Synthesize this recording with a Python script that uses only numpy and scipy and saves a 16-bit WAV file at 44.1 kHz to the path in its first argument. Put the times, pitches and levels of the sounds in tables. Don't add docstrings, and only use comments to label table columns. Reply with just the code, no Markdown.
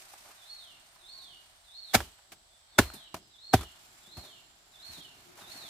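import sys
import numpy as np
from scipy import signal
from scipy.fft import rfft, irfft, next_fast_len
from scipy.io import wavfile
from scipy.ndimage import uniform_filter1d

SR = 44100
rng = np.random.default_rng(int(sys.argv[2]) if len(sys.argv) > 2 else 0)


def wav_record(signal):
    frames = np.transpose(np.atleast_2d(signal))
    bounded = np.clip(frames, -1, 1)
    quanta = np.round(bounded * 32767).astype(np.int16)
    wavfile.write(sys.argv[1], SR, quanta)


def ratio_of_db(decibels):
    return 10 ** (np.asarray(decibels, float) / 20)


N = 250929

# f/Hz, density/dB per Hz
GARDEN_AIR = [(12, -29.5), (22, -1), (49, 1.5), (95, -5.5), (190, -16), (330, -19), (490, -8), (740, -5.5),
              (1000, -13), (2500, -17.5), (3300, -7), (4300, -6.5), (16000, -31)]
# f/Hz, share
FAR_LIKENESS = [(60, 0.68), (180, 0.91), (550, 0.64), (1650, -0.16), (4970, 0.035), (15000, -0.13)]
# f/Hz, share
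NEAR_LIKENESS = [(200, 0.95), (1000, 0.78), (3000, 0.31), (6000, 0.089), (15000, 0.1)]
# t/s, length/s, start f/Hz, end f/Hz, level/dB
FAINT_TONES = [
    (.92, .12, 385, 345, -65),
    (1.05, .25, 1050, 1100, -63),
    (2.45, .15, 3500, 3550, -66),
    (2.52, .14, 3250, 3150, -67),
    (2.65, .12, 4400, 4380, -60),
    (2.94, .16, 3900, 3880, -57),
    (3.17, .12, 5030, 5050, -63),
    (5.22, .13, 340, 375, -54),
]
# stage, share of crest pitch, level/dB
WHISTLE_SHAPE = [
    (0, .95, -20),
    (.5, .835, -12),
    (1.12, .785, -7),
    (1.25, .835, -5),
    (1.55, .9, -5),
    (1.68, .94, -1),
    (2.15, 1.003, -1),
    (3.0, .985, -3),
    (4.0, .62, -10),
]
# t/s, level/dB, hook length/s, rise/s, crest f/Hz
BIRD_CALLS = [
    (0.349, -49, 0.074, 0.072, 4360),
    (0.977, -47.5, 0.062, 0.071, 4469),
    (1.639, -47.5, 0.053, 0.075, 4424),
    (2.698, -51.5, 0.069, 0.082, 4335),
    (3.305, -48.5, 0.05, 0.09, 4374),
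    (4.008, -50.5, 0.051, .083, 4335),
    (4.711, -48, 0.054, 0.086, 4350),
    (5.386, -47, 0.069, 0.064, 4422),
]
# f/Hz, width/Hz, level/dB
INSECT_LINES = [(6950, 25, -3), (7080, 25, -5), (7500, 20, -3), (8060, 15, 0), (8650, 20, -1),
                (8780, 20, -1), (9200, 20, -2)]
# t/s, level/dB, body resonance f/Hz
NEAR_HUM = [(0, -76, 8315), (.5, -71.5, 8415), (1.2, -70, 8220), (1.7, -70.5, 8210), (2.2, -70.5, 7860),
            (2.7, -77.5, 8040), (3.4, -82.5, 7710), (4.2, -81.5, 7500), (5.69, -80.5, 7440)]
# t/s, pitch factor
WINGBEAT_DRIFT = [(0, .999), (.9, 1.003), (1.6, 1.016), (2.1, 1.035), (2.7, 1.062), (3.2, 1.07),
                  (5.69, 1.075)]
# t/s, level/dB
FAR_CHORUS = [(0, -67), (1.2, -82), (2.3, -70), (3.3, -71.5), (4, -66.5), (4.7, -68.5), (5.2, -72),
              (5.69, -74)]
# f/Hz, density/dB per Hz
RUSTLE_COLOUR = [(1500, -17), (2500, -1.5), (5000, -1), (9000, -3.5), (12000, -5), (15500, -10.5)]
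# f/Hz, density/dB per Hz
FLAP_COLOUR = [(400, -21.5), (650, 2.5), (1000, -2), (1500, -0.5), (2400, -4), (4000, -26)]
# f/Hz, density/dB per Hz
FOOT_COLOUR = [(50, -15), (110, -3.5), (240, -8), (380, -3.5), (550, -11.5)]
# peak t/s, flap/dB, rise/dB per s, fall/dB per s, dry rustle over the flap/dB
MOVES_AT = [(0.0, -62, 50, 6.5, -2.5), (1.2, -71.5, 25, 9.5, -3.5), (2.0, -63.5, 79.5, 51, 3),
            (2.941, -58.5, 57.5, 78, -7.5), (3.601, -63, 131.5, 34, -8.5), (3.8, -71, 41.5, 34, 1.5),
            (4.0, -69.5, 25, 50, -2), (4.301, -66, 13, 25, -5.5), (4.94, -60, 51.5, 52, -1),
            (5.2, -67.5, 21, 20, -4), (5.56, -56.5, 40, 11, -4)]
# peak t/s, level/dB, rise/dB per s, fall/dB per s
STEPS_AT = [
    (0.0, -74, 50, 28),
    (.27, -76, 60, 90),
    (.75, -75.5, 60, 57),
    (1.25, -74.5, 33, 32),
    (2.34, -73.5, 117, 70),
    (3.2, -65, 109, 119),
    (3.9, -73, 31.5, 50),
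    (4.22, -67.5, 52.5, 41),
    (4.95, -70, 72, 10),
    (5.45, -69, 7, -12),
]
# t/s, level/dB, f/Hz, t60/s
TAPS_AT = [(.134, -44, 820, 0.051), (0.957, -49, 1000, 0.044), (2.004, -30.5, 1670, 0.019),
           (2.004, -31, 614, 0.04), (2.185, -48, 853, 0.039), (2.901, -40, 1300, 0.015),
           (3.143, -32, 660, 0.044), (3.591, -41, 1000, 0.024), (4.07, -51.5, 226, 0.069),
           (4.175, -38.5, 95, 0.091), (4.885, -51, 80, 0.17), (5.551, -45, 351, 0.053)]
# t/s, level/dB, f/Hz, t60/s, thud/dB
CHIPS_AT = [(.245, -52.5, 900, 0.21, -60), (.283, -50.5, 620, 0.1, -74), (.305, -48.5, 1400, 0.082, -80),
            (2.007, -42.5, 900, 0.063, -37), (2.318, -42.5, 1900, 0.062, -46.5),
            (2.321, -45, 700, 0.067, -56), (2.933, -44.5, 197, .15, -49), (3.142, -36, 1750, 0.048, -37),
            (3.161, -45.5, 693, 0.096, -44), (3.609, -40, 1338, 0.067, -39.5),
            (3.63, -41.5, 824, 0.064, -47), (4.166, -46.5, 730, 0.23, -35.5), (4.23, -51, 574, 0.29, -68.5),
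            (4.971, -47.5, 226, 0.15, -63), (5.368, -50.5, 850, 0.44, -84), (5.41, -48.5, 1400, 0.082, -43),
            (5.634, -45, 342, 0.043, -55)]
# f/Hz, level/dB, t60/s
SLAB_MODES = [(95, -6, 0.108), (177, -7, 0.2), (250, 4.5, 0.039), (326, 1, 0.054), (413, -21, 0.022)]
# f/Hz, level/dB, t60/s
BLADE_MODES = [(5000, -11, .15), (6000, -14, .12), (7100, -6, .05), (8183, -8, .16), (9394, -2, .17),
               (9964, -14, .1), (12010, -2, .13), (13940, -13, .06)]
# t/s, level/dB
BLADE_KNOCKS = [
    (2.939, -47.5),
    (3.145, -67),
    (3.609, -68),
]
# t/s of the blade stopping, crackle/dB, cutting time/s, spray under crackle/dB, thump/dB
CHOP_BLOWS = [
    (1.952, -13, 0.022, -18, -20),
    (2.789, -12, 0.0096, -16.5, -17),
    (3.542, -18, 0.015, -16, -16.5),
]
# t/s, level/dB, contact/ms
SHEATH_JOLTS = [
    [(1.9405, -28, .3), (1.945, -20, .3), (1.9505, -12.5, .25), (1.9518, -7.5, .3), (1.9535, -11, 2.5),
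     (1.958, -16, 2.1), (1.963, -24.5, 1.3)],
    [(2.7845, -34, 0.35), (2.787, -5, .3), (2.789, -3, 0.5), (2.7903, -2.5, 0.79), (2.792, -1.5, 0.4),
     (2.7944, -9, 2.2), (2.799, -9, 1)],
    [(3.5345, -20, 0.43), (3.5365, -6, 0.22), (3.539, -3, 0.18), (3.5404, -9, 0.53), (3.5426, 0, 1.32),
     (3.5505, -13, 1.6)],
]
# f/Hz, width/Hz, level/dB
NOTCH_MODES = [
    [(226, 60, -5.5), (586, 62, 4), (900, 18, 0), (1420, 110, -0.5), (1588, 290, -3.5), (2163, 59, -10),
     (2110, 110, -7.5)],
    [(235, 170, -14), (405, 7.96, -3), (620, 280, -3.5), (1090, 98, -0.5), (1510, 15, -5), (1700, 75, 2.5),
     (2060, 27, -12)],
    [(261.7, 360, -1), (800, 150, 2.5), (1000, 47, -9.5), (1350, 110, -5), (1500, 69, -15.5),
     (2098, 79, -16), (5600, 900, -22)],
]
# f/Hz, level/dB, t60/s
TRUNK_MODES = [(51.4, -4, 0.26), (71, -3, .22), (97, 2, 0.12)]
# f/Hz, density/dB per Hz
CRACKLE_COLOUR = [(180, -38.5), (300, -14.5), (737, -3), (1080, -17), (1780, -8.5), (3190, -17),
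                  (3520, -13.5), (12100, -21.5), (14700, -22), (16000, -43)]
# f/Hz, density/dB per Hz
SPRAY_COLOUR = [(120, -34), (200, -13), (1210, -19.5), (2510, -21), (3370, -21.5), (6050, -25.5),
                (11900, -28), (14900, -28.5), (16000, -46)]
# f/Hz, width/Hz, share removed
GROUND_DIP = (491, 126, .7)


def unit_rms(x):
    return x / np.sqrt(np.mean(x ** 2) + 1e-20)


def log_points(points):
    f, value = np.transpose(points)
    return np.log(f + 1), value


def read(points, hz):
    return np.interp(np.log(hz + 1), *log_points(points))


def curve(rows):
    s, *columns = np.transpose(rows)
    return [np.interp(np.arange(N) / SR, s, column) for column in columns]


def add(mix, s, sound):
    part = mix[..., max(round(s * SR), 0):][..., :sound.shape[-1]]
    part += sound[..., :part.shape[-1]]


def stereo(colour, likeness, drive):
    length = drive.shape[1]
    size = next_fast_len(length, True)
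    hz = np.fft.rfftfreq(size, 1 / SR)
    colour_db = np.interp(np.log(hz + 1), *log_points(colour), -90, -90)
    left, other = rfft(drive, size) * ratio_of_db(colour_db)
    same = np.clip(read(likeness, hz), -1, 1)
    right = same * left + np.sqrt(1 - same ** 2) * other
    return unit_rms(irfft([left, right], size)[:, :length])


def grains(count, spread_db):
    size_db = spread_db * np.minimum(rng.exponential(1, count), 4)
    return rng.standard_normal((2, count)) * ratio_of_db(size_db)


def ring(modes, seconds):
    t = np.arange(round(seconds * SR)) / SR
    return -sum(ratio_of_db(db - 60 * t / max(t60, 1e-3)) * np.sin(2 * np.pi * hz * t) for hz, db, t60 in modes)


def fuzzy_tone(hz, width, steady):
    knots = np.arange(0, N + SR, SR / width)
    a, b, c, d = (np.interp(np.arange(N), knots, row) for row in rng.standard_normal((4, len(knots))))
    phase = 2 * np.pi * np.cumsum(hz) / SR
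    in_step = (np.array([a, b]) + steady) * np.cos(phase)
    return unit_rms(in_step + np.array([c, d]) * np.sin(phase))


def swells(rows, rest_db):
    t, power = np.arange(N) / SR, ratio_of_db(rest_db) ** 2
    for s, db, rise, fall in rows:
        power = power + ratio_of_db(db + np.minimum(rise * (t - s), -fall * (t - s))) ** 2
    return np.sqrt(power)


def trees(dry):
    t = np.arange(SR // 2) / SR
    echoes = rng.standard_normal((2, len(t))) * (rng.random((2, len(t))) < 1500 / SR)
    echoes *= ratio_of_db(-60 * t / .32) + ratio_of_db(-13 - 60 * t / 1.2)
    echoes /= np.linalg.norm(echoes, axis=1, keepdims=True)
    return signal.fftconvolve(dry[None], echoes, axes=1)


def garden():
    return ratio_of_db(-59.5 - 5.5) * stereo(GARDEN_AIR, FAR_LIKENESS, rng.standard_normal((2, N)))


def faint():
    out = np.zeros((2, N))
    for s, length, from_hz, to_hz, db in FAINT_TONES:
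        hz = np.linspace(from_hz, to_hz, round(length * SR))
        tone = np.hanning(len(hz)) * np.sin(2 * np.pi * np.cumsum(hz) / SR)
        add(out, s, trees(ratio_of_db(db) * tone))
    return out


def bird():
    crest_s, fall_s = .05, .21
    break_stages, break_width, break_db = (1.18, 1.58), .12, -15
    out = np.zeros((2, N))
    stage, share, level_db = np.transpose(WHISTLE_SHAPE)
    t = np.arange(SR // 2) / SR
    for at, db, hook, rise, crest_hz in BIRD_CALLS:
        now = np.interp(t, np.cumsum([0, hook, rise, crest_s, fall_s]), range(5))
        now = np.where(now > 3, 4 - (4 - now) ** 1.45, now)
        hz = uniform_filter1d(np.interp(now, stage, share), 200) * crest_hz
        breaks_db = sum(break_db * np.clip(1 - abs(now - b) / break_width, 0, 1) for b in break_stages)
        flutter_db = 2.5 * unit_rms(uniform_filter1d(rng.standard_normal(len(t)), 300))
        ending = np.clip((4 - now) / .06, 0, 1)
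        gain = ending * ratio_of_db(db + np.interp(now, stage, level_db) + breaks_db + flutter_db)
        call = gain * np.sin(2 * np.pi * np.cumsum(hz) / SR)
        smeared = trees(call)
        add(out, at, ratio_of_db(-6) * call)
        add(out, at, ratio_of_db(3) * smeared)
        add(out, at + .055, ratio_of_db(-7) * smeared[::-1])
    return out * ratio_of_db([[-1.1], [1.1]])


def insects():
    near_db, centre_hz = curve(NEAR_HUM)
    factor = curve(WINGBEAT_DRIFT)[0]
    near = np.zeros((2, N))
    for hz, width, level in INSECT_LINES:
        line_hz = hz * factor
        line_db = level - 6 * ((line_hz - centre_hz) / 900) ** 2
        near += ratio_of_db(line_db) * fuzzy_tone(line_hz, 2 * width, steady=.8)
    far = ratio_of_db(curve(FAR_CHORUS)[0]) * fuzzy_tone(centre_hz - 100, 900, steady=0)
    return ratio_of_db(near_db - 2.5) * near + far


def leaves():
    clumps = ratio_of_db(2.0 * unit_rms(uniform_filter1d(rng.standard_normal(N), 500)))
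    dry_moves = [(s, db + dry_db, 1.5 * rise, 1.83 * fall) for s, db, rise, fall, dry_db in MOVES_AT]
    dry_gain = swells(dry_moves, rest_db=-82)
    flap_gain = swells([row[:4] for row in MOVES_AT], rest_db=-78.5)
    shudders = [(s + 0.026, thump_db - 31.5, 400, 180) for s, *_, thump_db in CHOP_BLOWS]
    foot_gain = swells(STEPS_AT + shudders, rest_db=-100)
    rustle = ratio_of_db(9.5) * dry_gain * stereo(RUSTLE_COLOUR, FAR_LIKENESS, grains(N, 0.96)) * clumps
    flap = ratio_of_db(2.5) * flap_gain * stereo(FLAP_COLOUR, FAR_LIKENESS, grains(N, 1.4))
    foot = ratio_of_db(2.5) * foot_gain * stereo(FOOT_COLOUR, FAR_LIKENESS, grains(N, 2.4))
    return rustle + flap + foot


def small_hit(db, hz, t60, hiss_db, thud_db, core_db):
    t = np.arange(SR // 4) / SR
    start = np.clip(t / (.0007 + .001 * max(-db - 40, 0)), 0, 1)
    around = [(hz / 3, -30), (hz / 2.4, -7), (hz, 0), (hz * 1.46, -6), (hz * 10.0, -28)]
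    dull = ratio_of_db(db - 60 * t / t60) * stereo(around, NEAR_LIKENESS, grains(len(t), 0.75))
    core = ring([(hz, core_db, t60)], .25)
    hiss = ratio_of_db(hiss_db - 60 * t / (t60 * 1.24)) * stereo(RUSTLE_COLOUR, NEAR_LIKENESS, grains(len(t), 3.0))
    thud = ratio_of_db(thud_db) * ring(SLAB_MODES, .25) / 2
    return start * (dull + core + hiss + thud)


def taps():
    out = np.zeros((2, N))
    for s, db, hz, t60 in TAPS_AT:
        add(out, s, small_hit(db, hz, t60, hiss_db=db - 16, thud_db=db - 30, core_db=db - 1))
    return out


def chips():
    out = np.zeros((2, N))
    for s, db, hz, t60, thud_db in CHIPS_AT:
        add(out, s, small_hit(db, hz, t60, hiss_db=db - 3, thud_db=thud_db, core_db=-120))
    return out


def blade():
    out = np.zeros((2, N))
    for s, db in BLADE_KNOCKS:
        add(out, s, ratio_of_db(db) * ring(BLADE_MODES, .4))
    return out


def chops():
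    out, lead = np.zeros((2, N)), .04
    t = np.arange(SR // 2) / SR - lead
    for (s, db, cut, spray_db, thump_db), jolts, notch in zip(CHOP_BLOWS, SHEATH_JOLTS, NOTCH_MODES):
        swell = np.where(t < 0, np.clip(1 + t / cut, 0, 1) ** 1.9, np.exp(-t / 0.0065))
        add(out, s - lead, ratio_of_db(db) * swell * stereo(CRACKLE_COLOUR, NEAR_LIKENESS, grains(len(t), 3.0)))
        spray = np.clip(t / 0.012, 0, 1) * ratio_of_db(db + spray_db - 60 * t / .23)
        add(out, s - lead, spray * stereo(SPRAY_COLOUR, NEAR_LIKENESS, grains(len(t), 2.5)))
        body = ring([(hz, level, 1.9 / (width + 70)) for hz, width, level in notch], .15)
        for at, jolt_db, ms in jolts:
            knock = np.convolve(body, np.hanning(round(ms * SR / 1000) + 3))
            add(out, at, ratio_of_db(jolt_db) * knock / abs(knock).max())
        push = np.hanning(round(0.0076 * SR))
        thump = np.convolve(ring(TRUNK_MODES, .45), push)
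        add(out, s + 0.0024, ratio_of_db(thump_db) * thump / abs(thump).max())
    return out


def scene():
    bass_edge = signal.butter(5, 60, "high", fs=SR, output="sos")
    hits = signal.sosfilt(bass_edge, taps() + chips() + chops())
    return garden() + faint() + bird() + insects() + leaves() + blade() + hits


def top_cut(x):
    return signal.sosfilt(signal.butter(12, 16660, fs=SR, output="sos"), x)


def record(dry):
    dip_hz, width, share = GROUND_DIP
    dipped = dry - share * signal.lfilter(*signal.iirpeak(dip_hz, dip_hz / width, SR), dry)
    size = next_fast_len(N, True)
    hz = np.fft.rfftfreq(size, 1 / SR)
    tilt_db = read([(500, 0.059), (1200, 0.43), (3000, 0.57), (12000, 0.91)], hz)
    ports = irfft(rfft(dipped, size) * ratio_of_db([-tilt_db, tilt_db]), size)[:, :N]
    return top_cut(1.5 * np.tanh(ports / 1.5))


dry = scene()
out = record(dry)
wav_record(out)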